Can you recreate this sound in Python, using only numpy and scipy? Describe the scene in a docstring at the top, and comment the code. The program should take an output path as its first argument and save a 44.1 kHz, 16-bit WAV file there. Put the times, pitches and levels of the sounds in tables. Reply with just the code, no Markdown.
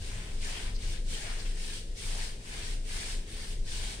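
"""Scrubbing a soaked carpet

A stiff long-handled brush is pushed and pulled over wet carpet in a tiled, open-fronted porch.
Bristle tips flick through the pile, water churns and squirts, and froth fizzes and pops.
Reflections from the hard walls blur every stroke; a low outdoor rumble excites the porch's air modes."""
import sys
import numpy as np
from scipy import signal
from scipy.fft import rfft, irfft
from scipy.io import wavfile
from scipy.ndimage import uniform_filter1d

SR = 44100
rng = np.random.default_rng(int(sys.argv[2]) if len(sys.argv) > 2 else 0)


def dump_mix(stems):
    """Bounce the given channels to the path in sys.argv[1] as a 16-bit WAV at rate SR."""
    frames = np.atleast_2d(stems).T  # one column per channel
    limited = np.clip(frames, -1, 1)  # hard clip at full scale
    pcm = np.round(limited * 32767).astype(np.int16)
    wavfile.write(sys.argv[1], SR, pcm)


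N = 176400

# Pull and push in turn: start_s, length_s, attack_s, release_s, level_db, sag_db, water_db, froth_db
BRUSH_STROKES = [(-.06, 0.51, 0.13, 0.048, -8, 10.5, -2.5, -9.5), (0.351, 0.43, 0.12, 0.16, -2, 7, 2, -4),
                 (0.756, 0.27, .08, 0.11, -3, -3.5, -6, -6.5),
                 (1.027, 0.54, 0.12, 0.067, -4, 14, 0.5, -5.5),
                 (1.453, 0.41, 0.2, 0.14, -2.5, -9.5, -9, -3),
                 (1.925, 0.49, 0.099, 0.25, -0.3, -3, -1, -0.5), (2.346, 0.48, .19, 0.15, -3, -3, -3, -4.5),
                 (2.807, 0.44, 0.12, .16, 0.05, -1.5, -0.7, -0.5),
                 (3.232, 0.35, 0.09, 0.066, -6.5, -1.5, -5.5, -5),
                 (3.621, 0.43, 0.11, 0.17, -0.6, 0.5, 0.4, -1.5)]
# Water squirting as the head tips over: start_s, length_s, centre_hz, level_db
WATER_SQUIRTS = [(0.739, 0.038, 4560, -47.5), (1.384, 0.038, 4500, -44.5), (1.447, 0.038, 2640, -46),
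                 (1.45, .08, 4700, -58), (1.952, 0.058, 5700, -50), (2.211, 0.087, 4540, -47),
                 (3.373, 0.089, 4650, -50.5)]
# Soaked pile ringing under the head: start_s, length_s, centre_hz, width_hz, level_db
PILE_RASPS = [(0.44, 0.046, 1750, 220, -49.5), (0.515, .12, 3130, 506, -48.5),
              (1.123, 0.044, 3020, 420, -43), (1.202, 0.089, 675, 130, -52.5),
              (1.235, 0.12, 1600, 700, -48), (2.09, .14, 750, 149, -52), (2.9, 0.11, 1750, 450, -49.5)]
# Spectra of bristles, churned water, froth and outdoor noise: frequency_hz, relative_db
BRISTLE_SPECTRUM = [(300, -25), (700, -16), (1000, -14), (1250, -13), (1650, -5.5), (1950, -8.5),
                    (2200, -1.1), (2500, -3.5), (2900, 0), (3700, 0), (4900, -2), (6500, -4.5), (8500, -4),
                    (10500, -32), (12500, -35), (15500, -32)]
WATER_SPECTRUM = [(200, -3), (430, -6), (560, -3.5), (720, 0), (1000, -0.5), (1200, -5.5), (1700, 0),
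                  (2800, -1), (4500, -12.5), (9000, -30)]
FROTH_SPECTRUM = [(2000, -16.5), (5000, -6), (7200, -13.5), (8500, -0.5), (9300, -2), (10300, -11.5),
                  (12000, -22), (15500, -25.5)]
OUTDOOR_SPECTRUM = [(15, 1.5), (60, -6.5), (110, -5.5), (180, -9.5), (310, -12), (430, -8.5), (600, -19),
                    (1100, -35.5), (3000, -31), (8000, -31), (15000, -58)]
# Stereo balance of the outdoor noise: frequency_hz, left_minus_right_db
OUTDOOR_BALANCE = [(120, .6), (220, 1), (400, 5.5), (1500, 3.5)]
# Air resonances of the porch: centre_hz, width_hz, level_db
AIR_MODES = [(25.42, 7.3, -34), (48, 12, -49.5), (75.4, 6.4, -54), (97, 15.2, -52.5), (143, 11.5, -65),
             (161.2, 12.5, -62), (197.3, 9.2, -64), (237.9, 9, -63)]
# Slow swell of those resonances: time_s, gain_db
MODE_SWELL = [(0, 0.5), (.85, 2), (1.3, -2.2), (2.6, -0.8), (3.3, -2), (3.7, 1.5), (4, -1.5)]

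FLICKS_PER_S, SPLATS_PER_S, BUBBLES_PER_S, POPS_PER_S = 6000, 1800, 8000, 330
BRISTLE_LEFT_DB = 2.5


def brush(t):
    """Superposition: countless small impacts of bristles, water and froth merge into coloured noise."""
    rub, scratch, churn, fizz = stroke_envelopes(t)
    bristles = colour(patchy(ticks(FLICKS_PER_S, spread_db=3.5)), BRISTLE_SPECTRUM) * rub * undb(-43)
    bite = resonate(ticks(FLICKS_PER_S, spread_db=2), hz=4770, width_hz=3100) * scratch * undb(-47)
    bubbles = bubble_pops() * rub * undb(-50)
    water = colour(patchy(ticks(SPLATS_PER_S, spread_db=5.5)), WATER_SPECTRUM) * churn * undb(-47.5)
    froth = colour(ticks(BUBBLES_PER_S, spread_db=5), FROTH_SPECTRUM) * fizz * undb(-45.5)
    head = (bristles + bite + bubbles) * pan(BRISTLE_LEFT_DB)
    judder = undb(0.5 * wander(rate_hz=69.9))
    return (head + water * pan(3) + froth * pan(-1.9)) * judder


def stroke_envelopes(t, rest_db=-17.5, bite_delay_s=0.14, bite_s=0.027, drain_db=-15.5, drain_s=0.088):
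    """Amplitude modulation: rubbing and fizz follow brush speed, and churning peaks at mid-stroke."""
    rub = fizz = undb(rest_db)  # the bristles keep stirring between strokes
    scratch = churn = 0
    for start, length, attack, release, level_db, sag_db, water_db, froth_db in BRUSH_STROKES:
        age = t - start
        progress = np.clip(age / length, 0, 1)
        speed = ramp(age / attack) * ramp((length - age) / release) * undb(sag_db * (.5 - progress))
        rub = np.hypot(rub, speed * undb(level_db))  # incoherent sounds add in power
        fizz = np.hypot(fizz, speed * undb(froth_db))
        upright = np.exp(-((age - bite_delay_s) / bite_s) ** 2)  # tips scratch before they bend over
        scratch = scratch + speed * upright * undb(level_db) ** 2
        squeeze = abs(np.sin(np.pi * progress)) ** 1.5
        drain = undb(drain_db + water_db) * np.exp(-((age - length) / drain_s) ** 2)  # water runs back
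        churn = np.hypot(churn, np.hypot(squeeze, drain) * undb(water_db))
    return rub, scratch, churn, fizz


def patchy(x, bands=9, depth_db=1.33, rate_hz=24.22):
    """Band-wise modulation: over wetter and drier patches each half octave swells on its own."""
    spectrum = rfft(x)
    place = np.clip(2 * np.log2(freqs() / 600), 0, bands - 1)
    parts = (irfft(spectrum * np.maximum(1 - abs(place - k), 0), N) for k in range(bands))
    return unit(sum(part * undb(depth_db * wander(rate_hz)) for part in parts))


def bubble_pops(low_hz=1601, high_hz=5210, decay_cycles=16.3):
    """Damped oscillation: each larger bubble bursts and rings briefly at a pitch set by its size."""
    out, age = np.zeros((2, N)), np.arange(SR // 32) / SR
    for when, smallness, strength, left_share, lag in rng.random((int(POPS_PER_S * N / SR), 5)):
        hz = low_hz * (high_hz / low_hz) ** smallness
        phase = 2 * np.pi * (hz * age + np.array([[0], [lag]]))
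        envelope = strength * ramp(age * hz / 2) * np.exp(-age * hz / decay_cycles)
        ring = np.sin(phase) * envelope * np.sqrt([[left_share], [1 - left_share]])
        first = int(when * N)
        out[:, first:first + len(age)] += ring[:, :N - first]
    return unit(out)


def squirts_and_rasps(t, spray_width_hz=1600):
    """Impact-driven resonance: droplets sound broad bands as spray and narrower ones in the wet pile."""
    drops = ticks(FLICKS_PER_S, spread_db=2)
    spray = sum(burst(t, drops, start, length, hz, spray_width_hz, db)
                for start, length, hz, db in WATER_SQUIRTS)
    rasps = sum(burst(t, drops, *row) for row in PILE_RASPS)
    return (spray + rasps) * pan(BRISTLE_LEFT_DB)


def porch(x, t, patterns=4, change_s=.15, t60_s=0.34, first_echo_s=.004, wet_db=-4.5):
    """Reverberation: hard walls add a bright tail whose reflection pattern shifts as the brush moves."""
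    age, wet = t[:SR // 2], 0
    for k in range(patterns):
        tail = rng.standard_normal((2, len(age))) * undb(-60 * age / t60_s) * (age > first_echo_s)
        crossfade = np.sqrt(ramp(1 - abs((t / change_s + k) % patterns - patterns / 2)))
        wet = wet + signal.fftconvolve(x * crossfade, unit(tail) / np.sqrt(len(age)), axes=1)[:, :N]
    return (x + undb(wet_db) * wet) / np.hypot(1, undb(wet_db))


def outdoors(t, wide_hz=890):
    """Cavity resonance: distant rumble booms in the porch's air modes; a short drone sounds outside."""
    boom = sum(resonate(rng.standard_normal(N), hz, width) * undb(db) for hz, width, db in AIR_MODES)
    swell = undb(np.interp(t, *np.array(MODE_SWELL).T))
    mid, side = rfft(rng.standard_normal((2, N)))
    apart = np.minimum(freqs() / wide_hz, 1) ** 2  # the bass is alike on both sides
    air = irfft((mid + np.array([[1], [-1]]) * apart * side) * pan(curve(OUTDOOR_BALANCE)), N)
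    drone = burst(t, rng.standard_normal(N), start_s=0.0088, length_s=0.3, hz=109.8, width_hz=8.4, db=-46)
    return (boom * swell + drone) * pan(1.84) + colour(air, OUTDOOR_SPECTRUM) * undb(-50)


def ticks(per_s, spread_db):
    """Shot noise: random impulses of uneven size, independent in each channel, at rms 1."""
    hit = rng.random((2, N)) < per_s / SR
    size = undb(spread_db * np.clip(rng.standard_normal((2, N)), -2, 2))
    return unit(hit * size * np.sign(rng.standard_normal((2, N))))


def burst(t, drive, start_s, length_s, hz, width_hz, db):
    """Forced resonance under a half-sine envelope."""
    envelope = np.sin(np.pi * np.clip((t - start_s) / length_s, 0, 1))
    return resonate(drive, hz, width_hz) * envelope * undb(db)


def resonate(x, hz, width_hz):
    """Two second-order resonators in cascade, at rms 1."""
    f = freqs()
    detuning = (f * f - hz * hz) / (f * width_hz * np.sqrt(2))
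    return unit(irfft(rfft(x) / (1 + 1j * detuning) ** 2, N))


def colour(x, spectrum):
    """Zero-phase filtering by a spectrum, at rms 1."""
    return unit(irfft(rfft(x) * undb(curve(spectrum)), N))


def curve(points):
    """Interpolation of (Hz, value) points on a log-frequency axis."""
    hz, value = np.array(points, float).T
    return np.interp(np.log(freqs()), np.log(hz), value)


def freqs():
    """Bin frequencies, at least 1 Hz."""
    return np.maximum(np.arange(N // 2 + 1) * SR / N, 1)


def wander(rate_hz):
    """Smoothed random steps, at rms 1."""
    step = max(int(SR / rate_hz), 2)
    return unit(uniform_filter1d(np.repeat(rng.standard_normal(N // step + 1), step), step)[:N])


def ramp(u):
    """Raised-cosine rise from 0 to 1."""
    return np.sin(np.pi / 2 * np.clip(u, 0, 1)) ** 2


def pan(left_db):
    """Channel gains for a left-minus-right level difference."""
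    return undb(np.array([[1], [-1]]) * left_db / 2)


def undb(db):
    """Decibels to amplitude ratio."""
    return 10 ** (np.asarray(db) / 20)


def unit(x):
    """Normalisation to rms 1."""
    return x / np.sqrt(np.mean(x ** 2))


def scene():
    """Superposition of the reverberant scrubbing and the outdoor rumble."""
    t = np.arange(N) / SR
    return outdoors(t) + porch(brush(t) + squirts_and_rasps(t), t)


def record(dry):
    """Band limiting: a steep low-pass cuts the treble above 15.7 kHz."""
    return signal.sosfilt(signal.ellip(10, .2, 80, 15700, fs=SR, output="sos"), dry)


dry = scene()
out = record(dry)
dump_mix(out)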